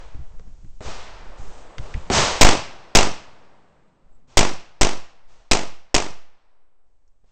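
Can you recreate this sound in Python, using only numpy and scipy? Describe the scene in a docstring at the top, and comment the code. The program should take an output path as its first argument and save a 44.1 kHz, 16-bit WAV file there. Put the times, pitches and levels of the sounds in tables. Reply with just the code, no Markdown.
"""Six pistol shots in three pairs, close to a head-worn microphone in a walled outdoor range bay.
Each blast overloads the microphone, flutters between the block walls and reverberates in the trees.
Shots from neighbouring bays arrive by diffraction over the wall and by scattering from the trunks.
The shooter steps up, his sleeves and gear stir, and a spent case rings on the stones.
Air buffets the microphone over a faint, distant roar."""
import sys
import numpy as np
from scipy import signal
from scipy.fft import rfft, irfft
from scipy.io import wavfile

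SR = 44100
rng = np.random.default_rng(int(sys.argv[2]) if len(sys.argv) > 2 else 0)


def unload_wav(signal):
    """Save mono or channel-first audio to the path in sys.argv[1] as 16-bit WAV at rate SR, clipped to [-1, 1]."""
    wavfile.write(
        sys.argv[1],
        SR,
        np.round(np.clip(np.atleast_2d(signal).T, -1, 1) * 32767).astype(np.int16),
    )


N = 322415
T = np.arange(N) / SR
AGE = T[:3 * SR]  # time since an onset

# Reverberation of the forest. Each row: frequency in Hz, relative level in dB, T60 in seconds.
FOREST_BANDS = [(40, -9.5, 2.8), (170, -11.5, 16), (280, -12, 6.7), (453, -2.5, 2.8), (900, 2.5, 2.1),
                (1660, -3, 1.9), (2880, -3, 1.4), (5500, -6, 1.2), (8500, -12, 0.78)]
# Spectrum of distant sound. Each row: frequency in Hz, relative level in dB.
DISTANT_SPECTRUM = [(40, -9.5), (250, -5.5), (520, 4.5), (1050, -0.5), (1700, -8), (3200, -16), (6000, -23),
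                    (8500, -23)]


def amp(db):
    """Amplitude ratio of a level in decibels."""
    return 10 ** (np.asarray(db) / 20)


def read(points, hz, column=1):
    """Interpolation of one table column on a logarithmic frequency axis."""
    table = np.transpose(points)
    return np.interp(np.log(hz + 1), np.log(table[0]), table[column])


def add(mix, start_s, sound):
    """Superposition of a sound on the mix; its onset may precede time zero."""
    at = round(start_s * SR)
    sound = sound[max(-at, 0):]
    part = mix[max(at, 0):][:len(sound)]
    part += sound[:len(part)]


def lowpass(x, hz):
    """Zero-phase low-pass filtering with a windowed sinc."""
    return signal.oaconvolve(x, signal.firwin(301, hz, window=("kaiser", 9), fs=SR), "same")


def noise(spectrum, size, top_hz=8750):
    """Spectral shaping of white noise, band-limited and scaled to unit rms."""
    hz = np.fft.rfftfreq(size, 1 / SR)
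    x = irfft(rfft(rng.standard_normal(size)) * amp(read(spectrum, hz)) * (hz < top_hz), size)
    return x / x.std()


def reverberation(bands, rise_s):
    """A diffuse field builds up, then decays exponentially with each band's own T60."""
    hz, t, frames = signal.stft(noise(bands, len(AGE)), SR, nperseg=512)
    t60 = read(bands, hz, column=2)[:, None]
    decaying = signal.istft(frames * np.exp(-np.log(1000) * t / t60), SR, nperseg=512)[1]
    return decaying[:len(AGE)] * (1 - np.exp(-AGE / rise_s))


def burst(spectrum, decay_s):
    """A noise transient with instant onset and exponential decay."""
    t = AGE[:SR // 2]
    return noise(spectrum, len(t)) * np.exp(-t / decay_s)


def movement(rise_s=0.017, fade_s=0.073):
    """Amplitude envelopes of air buffet and sleeve rustle: each move rises, holds and fades."""
    # The shooter steps up, pushes his arms out, settles, shifts his aim twice and lowers the pistol.
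    # Each row: start in seconds, end in seconds, buffet in dB, rustle in dB.
    moves = [(-.1, 1.313, -32, -70), (1.37, 1.601, -31, -57.5), (1.77, 2.347, -30, -61),
             (4.035, 4.2, -47.5, -87), (5.231, 5.408, -46.5, -84), (6.846, 7.307, -58, -89.5)]
    buffet, rustle = np.zeros((2, N))
    for start, end, buffet_db, rustle_db in moves:
        shape = np.clip((T - start) / rise_s, 0, 1) * np.exp(-np.maximum(T - end, 0) / fade_s)
        buffet += amp(buffet_db) * shape
        rustle += amp(rustle_db) * shape
    return buffet, rustle


def outdoor_air(buffet, roar_db=-81, still_db=-59):
    """Ambient roar of range and woods, and flow noise that grows as the microphone moves."""
    # Buffeting at the microphone. Each row: frequency in Hz, relative level in dB.
    flow_spectrum = [(3, 18), (12, 9.5), (35, -0.5), (70, -14), (140, -24.5), (300, -42.5), (1000, -70.5)]
    roar = amp(roar_db) * noise(DISTANT_SPECTRUM, N)
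    return roar + (amp(still_db) + buffet) * noise(flow_spectrum, N)


def neighbouring_shots(wall_s=0.072, wall_db=-5, trees_s=0.0072, late_peak_s=0.92):
    """Diffraction over the wall dulls each crack; the far wall reflects it and the trees scatter it."""
    # Shots in other bays. Each row: start in seconds; crack, scatter, forest roll and late echo in dB;
    # tilt of scatter and roll about 1 kHz in dB per octave.
    shots = [(-.16, -60, -45, -45, -75, -2), (.8070, -31, -40, -33, -48, 0),
             (1.783, -45, -49.5, -39, -68, -2), (2.1010, -11, -19, -33.5, -57.5, 1),
             (4.263, -85, -58, -66.5, -73, 0), (5.264, -85, -61.5, -62.5, -87, 0),
             (7.241, -62, -74, -74, -85, 0.5)]
    # Scattering from trunks. Each row: frequency in Hz, relative level in dB, T60 in seconds.
    trunk_bands = [(40, 3.5, 0.72), (120, 8, 0.22), (260, -4, 0.6), (450, 0.5, 0.67), (950, 0, 0.71),
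                   (1570, -6.5, .7), (2800, -8.5, 0.71), (4000, -10, 0.68), (6360, -8.5, .56),
                   (8700, -19, 0.59)]
    # The diffracted crack. Each row: frequency in Hz, relative level in dB.
    crack_spectrum = [(40, 6), (150, -5.5), (350, 5), (670, -0.5), (1000, -12), (1500, -14), (3000, -22),
                      (8500, -31.5)]
    out, hz = np.zeros(N), np.fft.rfftfreq(len(AGE), 1 / SR)
    octaves = np.log2(np.maximum(hz, 500) / 1000)
    late_swell = (AGE / late_peak_s * np.exp(1 - AGE / late_peak_s)) ** 3.4  # echo from the far woods
    for start, crack_db, scatter_db, roll_db, late_db, tilt_db in shots:
        scatter = reverberation(trunk_bands, rise_s=0.092)
        scatter /= scatter[:SR // 5].std()  # unit rms over its loud part
        echoes = amp(scatter_db) * scatter + amp(roll_db) * reverberation(FOREST_BANDS, rise_s=0.17)
        add(out, start + trees_s, irfft(rfft(echoes) * amp(tilt_db * octaves), len(AGE)))
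        add(out, start, amp(late_db) * late_swell * noise(DISTANT_SPECTRUM, len(AGE)))
        crack = amp(crack_db) * burst(crack_spectrum, decay_s=0.015)
        add(out, start, crack)
        add(out, start + wall_s, amp(wall_db) * crack)
    return out


def sleeves(rustle):
    """Friction of sliding cloth makes a hiss that follows the movement."""
    # Cloth friction. Each row: frequency in Hz, relative level in dB.
    cloth_spectrum = [(500, -29), (2500, -5.5), (4500, -6), (6800, -2), (8500, -10.5)]
    return rustle * noise(cloth_spectrum, N)


def clicks(half_width_octaves=0.18):
    """Impacts of gear, grit and the pistol's catch each excite a tick and one damped resonance."""
    # Each row: start in seconds, tick in dB, ring in dB, resonance in Hz, ring decay in seconds.
    impacts = [(.146, -49, -47, 260, .012), (0.396, -46.5, -48, 465, 0.0049), (0.4763, -57, -60, 236, .006),
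               (0.6466, -55, -48, 302, .008), (1.7824, -26.5, -37.5, 3450, 0.0053),
               (1.941, -33, -34, 2190, 0.0077), (1.976, -56, -43, 2400, .006),
               (7.078, -72, -70, 6000, .006)]
    # The contact tick. Each row: frequency in Hz, relative level in dB.
    tick_spectrum = [(100, 10.5), (900, 0), (1600, 7.5), (3200, -8), (6500, -11), (8500, -43)]
    out, hz = np.zeros(N), np.geomspace(100, 8500, 100)
    for start, tick_db, ring_db, ring_hz, ring_s in impacts:
        resonance_db = -20 * np.log10(1 + (np.log2(hz / ring_hz) / half_width_octaves) ** 2)
        add(out, start, amp(tick_db) * burst(tick_spectrum, decay_s=0.0036))
        add(out, start, amp(ring_db) * burst(np.c_[hz, resonance_db], decay_s=ring_s))
    return out


def thud(rise_s=0.00097):
    """Conduction through the body leaves mainly the low frequencies of an impact."""
    # The conducted impact. 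Each row: frequency in Hz, relative level in dB.
    thud_spectrum = [(20, 3), (60, -2.5), (140, -11), (300, -25), (800, -62.5), (3000, -73)]
    puff = burst(thud_spectrum, decay_s=0.023)
    return puff * (1 - np.exp(-AGE[:len(puff)] / rise_s))


def steps_and_jostles(buffet, jostles_per_s=6.5, jostle_db=-11):
    """Structure-borne sound: steps thud, and gear jostles at random, scaled by the buffet of a move."""
    # Steps and bumps. Each row: start in seconds, level in dB.
    bumps = [(.148, -26.5), (.19, -25), (.475, -37.5), (0.644, -36.5), (0.861, -25.5), (1.397, -32.5),
             (1.793, -21.5), (1.947, -18), (7.237, -54)]
    out = np.zeros(N)
    for start, db in bumps:
        add(out, start, amp(db) * thud())
    jostles = amp(jostle_db) * buffet * (rng.random(N) < jostles_per_s / SR)
    return out + signal.oaconvolve(jostles, thud())[:N]


def flutter_echo(column, first_db, loss_db, first_s=0.0368, trip_s=0.0208, smear_s=0.0038):
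    """Envelope of a blast and its reflections, summed in energy; each trip between walls loses level."""
    # Direct sound and first reflections from ground and screen.
    # Each row: delay in seconds, boom in dB, crack in dB, smear in seconds.
    paths = [(0, -3.5, -3.5, 0.0015), (.0042, -2, -2.5, .0038), (0.0194, -8, -7.5, .0036)]
    arrivals = [(path[0], path[column], path[3]) for path in paths]
    for trip in range(8):
        slap_db = first_db - trip * loss_db - 3 * (trip % 2)  # every other slap is weaker still
        arrivals.append((first_s + trip * trip_s, slap_db, smear_s))
    energy = np.zeros(len(AGE))
    for delay, db, smear in arrivals:
        energy += (AGE >= delay) * amp(db) ** 2 * np.exp(-2 * abs(AGE - delay) / smear)
    return np.sqrt(energy)


def muzzle_blast(bay_db=-19):
    """A low boom and a sharp crack with their reflections; the crack carries the bay's reverberation."""
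    # Spectra of the blast. Each row: frequency in Hz, relative level in dB.
    boom_spectrum = [(40, -11.5), (95, 2), (140, -6.5), (230, 1), (330, 4), (480, -6), (700, 4.5),
                     (1000, -6.5), (1600, -10), (3500, -30)]
    crack_spectrum = [(300, -25.5), (1000, -12.5), (1700, -2), (2600, 3), (3800, -3), (5400, 1),
                      (7000, -1.5), (8500, -6)]
    # Reverberation of the bay. Each row: frequency in Hz, relative level in dB, T60 in seconds.
    bay_bands = [(60, -12, 0.85), (232, -9.5, 0.6), (355, 7.5, 0.33), (460, -1.5, .48), (640, 3, 0.42),
                 (760, -1, 0.56), (895, 3.5, 0.4), (1120, 0, 0.47), (1670, -6, 0.47), (2720, -5, 0.5),
                 (3800, -9, 0.45), (5530, -5, 0.42), (7200, -12, .42), (8650, -13.5, 0.35)]
    boom = flutter_echo(column=1, first_db=-7, loss_db=4) * noise(boom_spectrum, len(AGE))
    crack = flutter_echo(column=2, first_db=-15, loss_db=4.5) * noise(crack_spectrum, len(AGE))
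    return np.array([boom, crack + amp(bay_db) * reverberation(bay_bands, rise_s=0.0071)])


def microphone_overload(push, hold_s=0.0378):
    """Overload pins the microphone; a harder push lets go faster, rebounds further, recovers sooner."""
    released = (1 + np.tanh((AGE - hold_s) * push ** 1.7 / 0.0026)) / 2
    kick = 0.55 * np.exp(-((AGE - 0.0195) / 0.0031) ** 2)  # a brief swing back towards rest
    pinned = push * (np.exp(-AGE / 0.0011) - 1 + kick)
    recovery = np.maximum(AGE - hold_s, 0) * push ** 0.99 / 0.07
    overshoot = np.exp(-recovery ** 2) - 0.068 * recovery ** 2 * np.exp(-recovery)
    return pinned * (1 - released) + 0.67 * push ** 1.64 * overshoot * released


def pistol(correlation=0.7, boom_db=-3, forest_db=-50, boom_growth=0.083, roll_cutoff_hz=380):
    """Fixed paths give correlated near echoes, as the shooter stands still; the forest roll is diffuse."""
    # Each row: start in seconds, level in dB, push of the pressure wave on the microphone as a gain.
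    shots = [(2.411, 13.5, 1.01), (2.951, 7.5, 0.58), (4.3720, 4, 0.51), (4.8118, 0.5, 0.47),
             (5.513, 0, 0.34), (5.9440, -1.5, .28)]
    out, common = np.zeros(N), muzzle_blast()
    # A pistol sends little bass into the trees.
    bass_cut = signal.butter(2, roll_cutoff_hz, "highpass", fs=SR, output="sos")
    for start, db, push in shots:
        boom, crack = np.sqrt(correlation) * common + np.sqrt(1 - correlation) * muzzle_blast()
        roll = signal.sosfilt(bass_cut, reverberation(FOREST_BANDS, rise_s=0.099))
        depth = amp(boom_db) * boom + amp(forest_db) * roll
        report = crack + amp(boom_growth * db) * depth  # louder shots boom and roll more
        add(out, start, amp(db) * report + microphone_overload(push))
    return out


def spent_case(mode_hz=7660, decay_s=0.021):
    """Free vibration of one damped mode of a brass case, excited by each bounce on the stones."""
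    # Each row: time of the bounce in seconds, level in dB.
    bounces = [(4.125, -73), (4.148, -71), (4.185, -86.5)]
    out = np.zeros(N)
    for start, db in bounces:
        add(out, start, amp(db) * np.sin(2 * np.pi * mode_hz * AGE) * np.exp(-AGE / decay_s))
    return out


def scene():
    """Superposition of all sources at one microphone."""
    buffet, rustle = movement()
    gunfire = pistol() + neighbouring_shots()
    shooter = sleeves(rustle) + steps_and_jostles(buffet) + clicks()
    return (gunfire + shooter + spent_case() + outdoor_air(buffet))[None]


def saturate(x, ceiling):
    """Soft saturation: linear for small signals, rounding off towards the ceiling."""
    return x / (1 + (x / ceiling) ** 6) ** (1 / 6)


def record(dry, whine_hz=8000, whine_db=-95, hiss_db=-88, rail=0.7, band_hz=8550, edge_hz=16000):
    """Self-noise and nonlinear distortion: the input saturates, and filter overshoot is clipped hard."""
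    electronics = amp(whine_db) * np.sin(2 * np.pi * whine_hz * T) + amp(hiss_db) * rng.standard_normal(N)
    narrow = lowpass(saturate(dry[0] + electronics, ceiling=0.7), band_hz)
    return lowpass(np.clip(narrow, -rail, rail), edge_hz)[None]


dry = scene()
out = record(dry)
unload_wav(out)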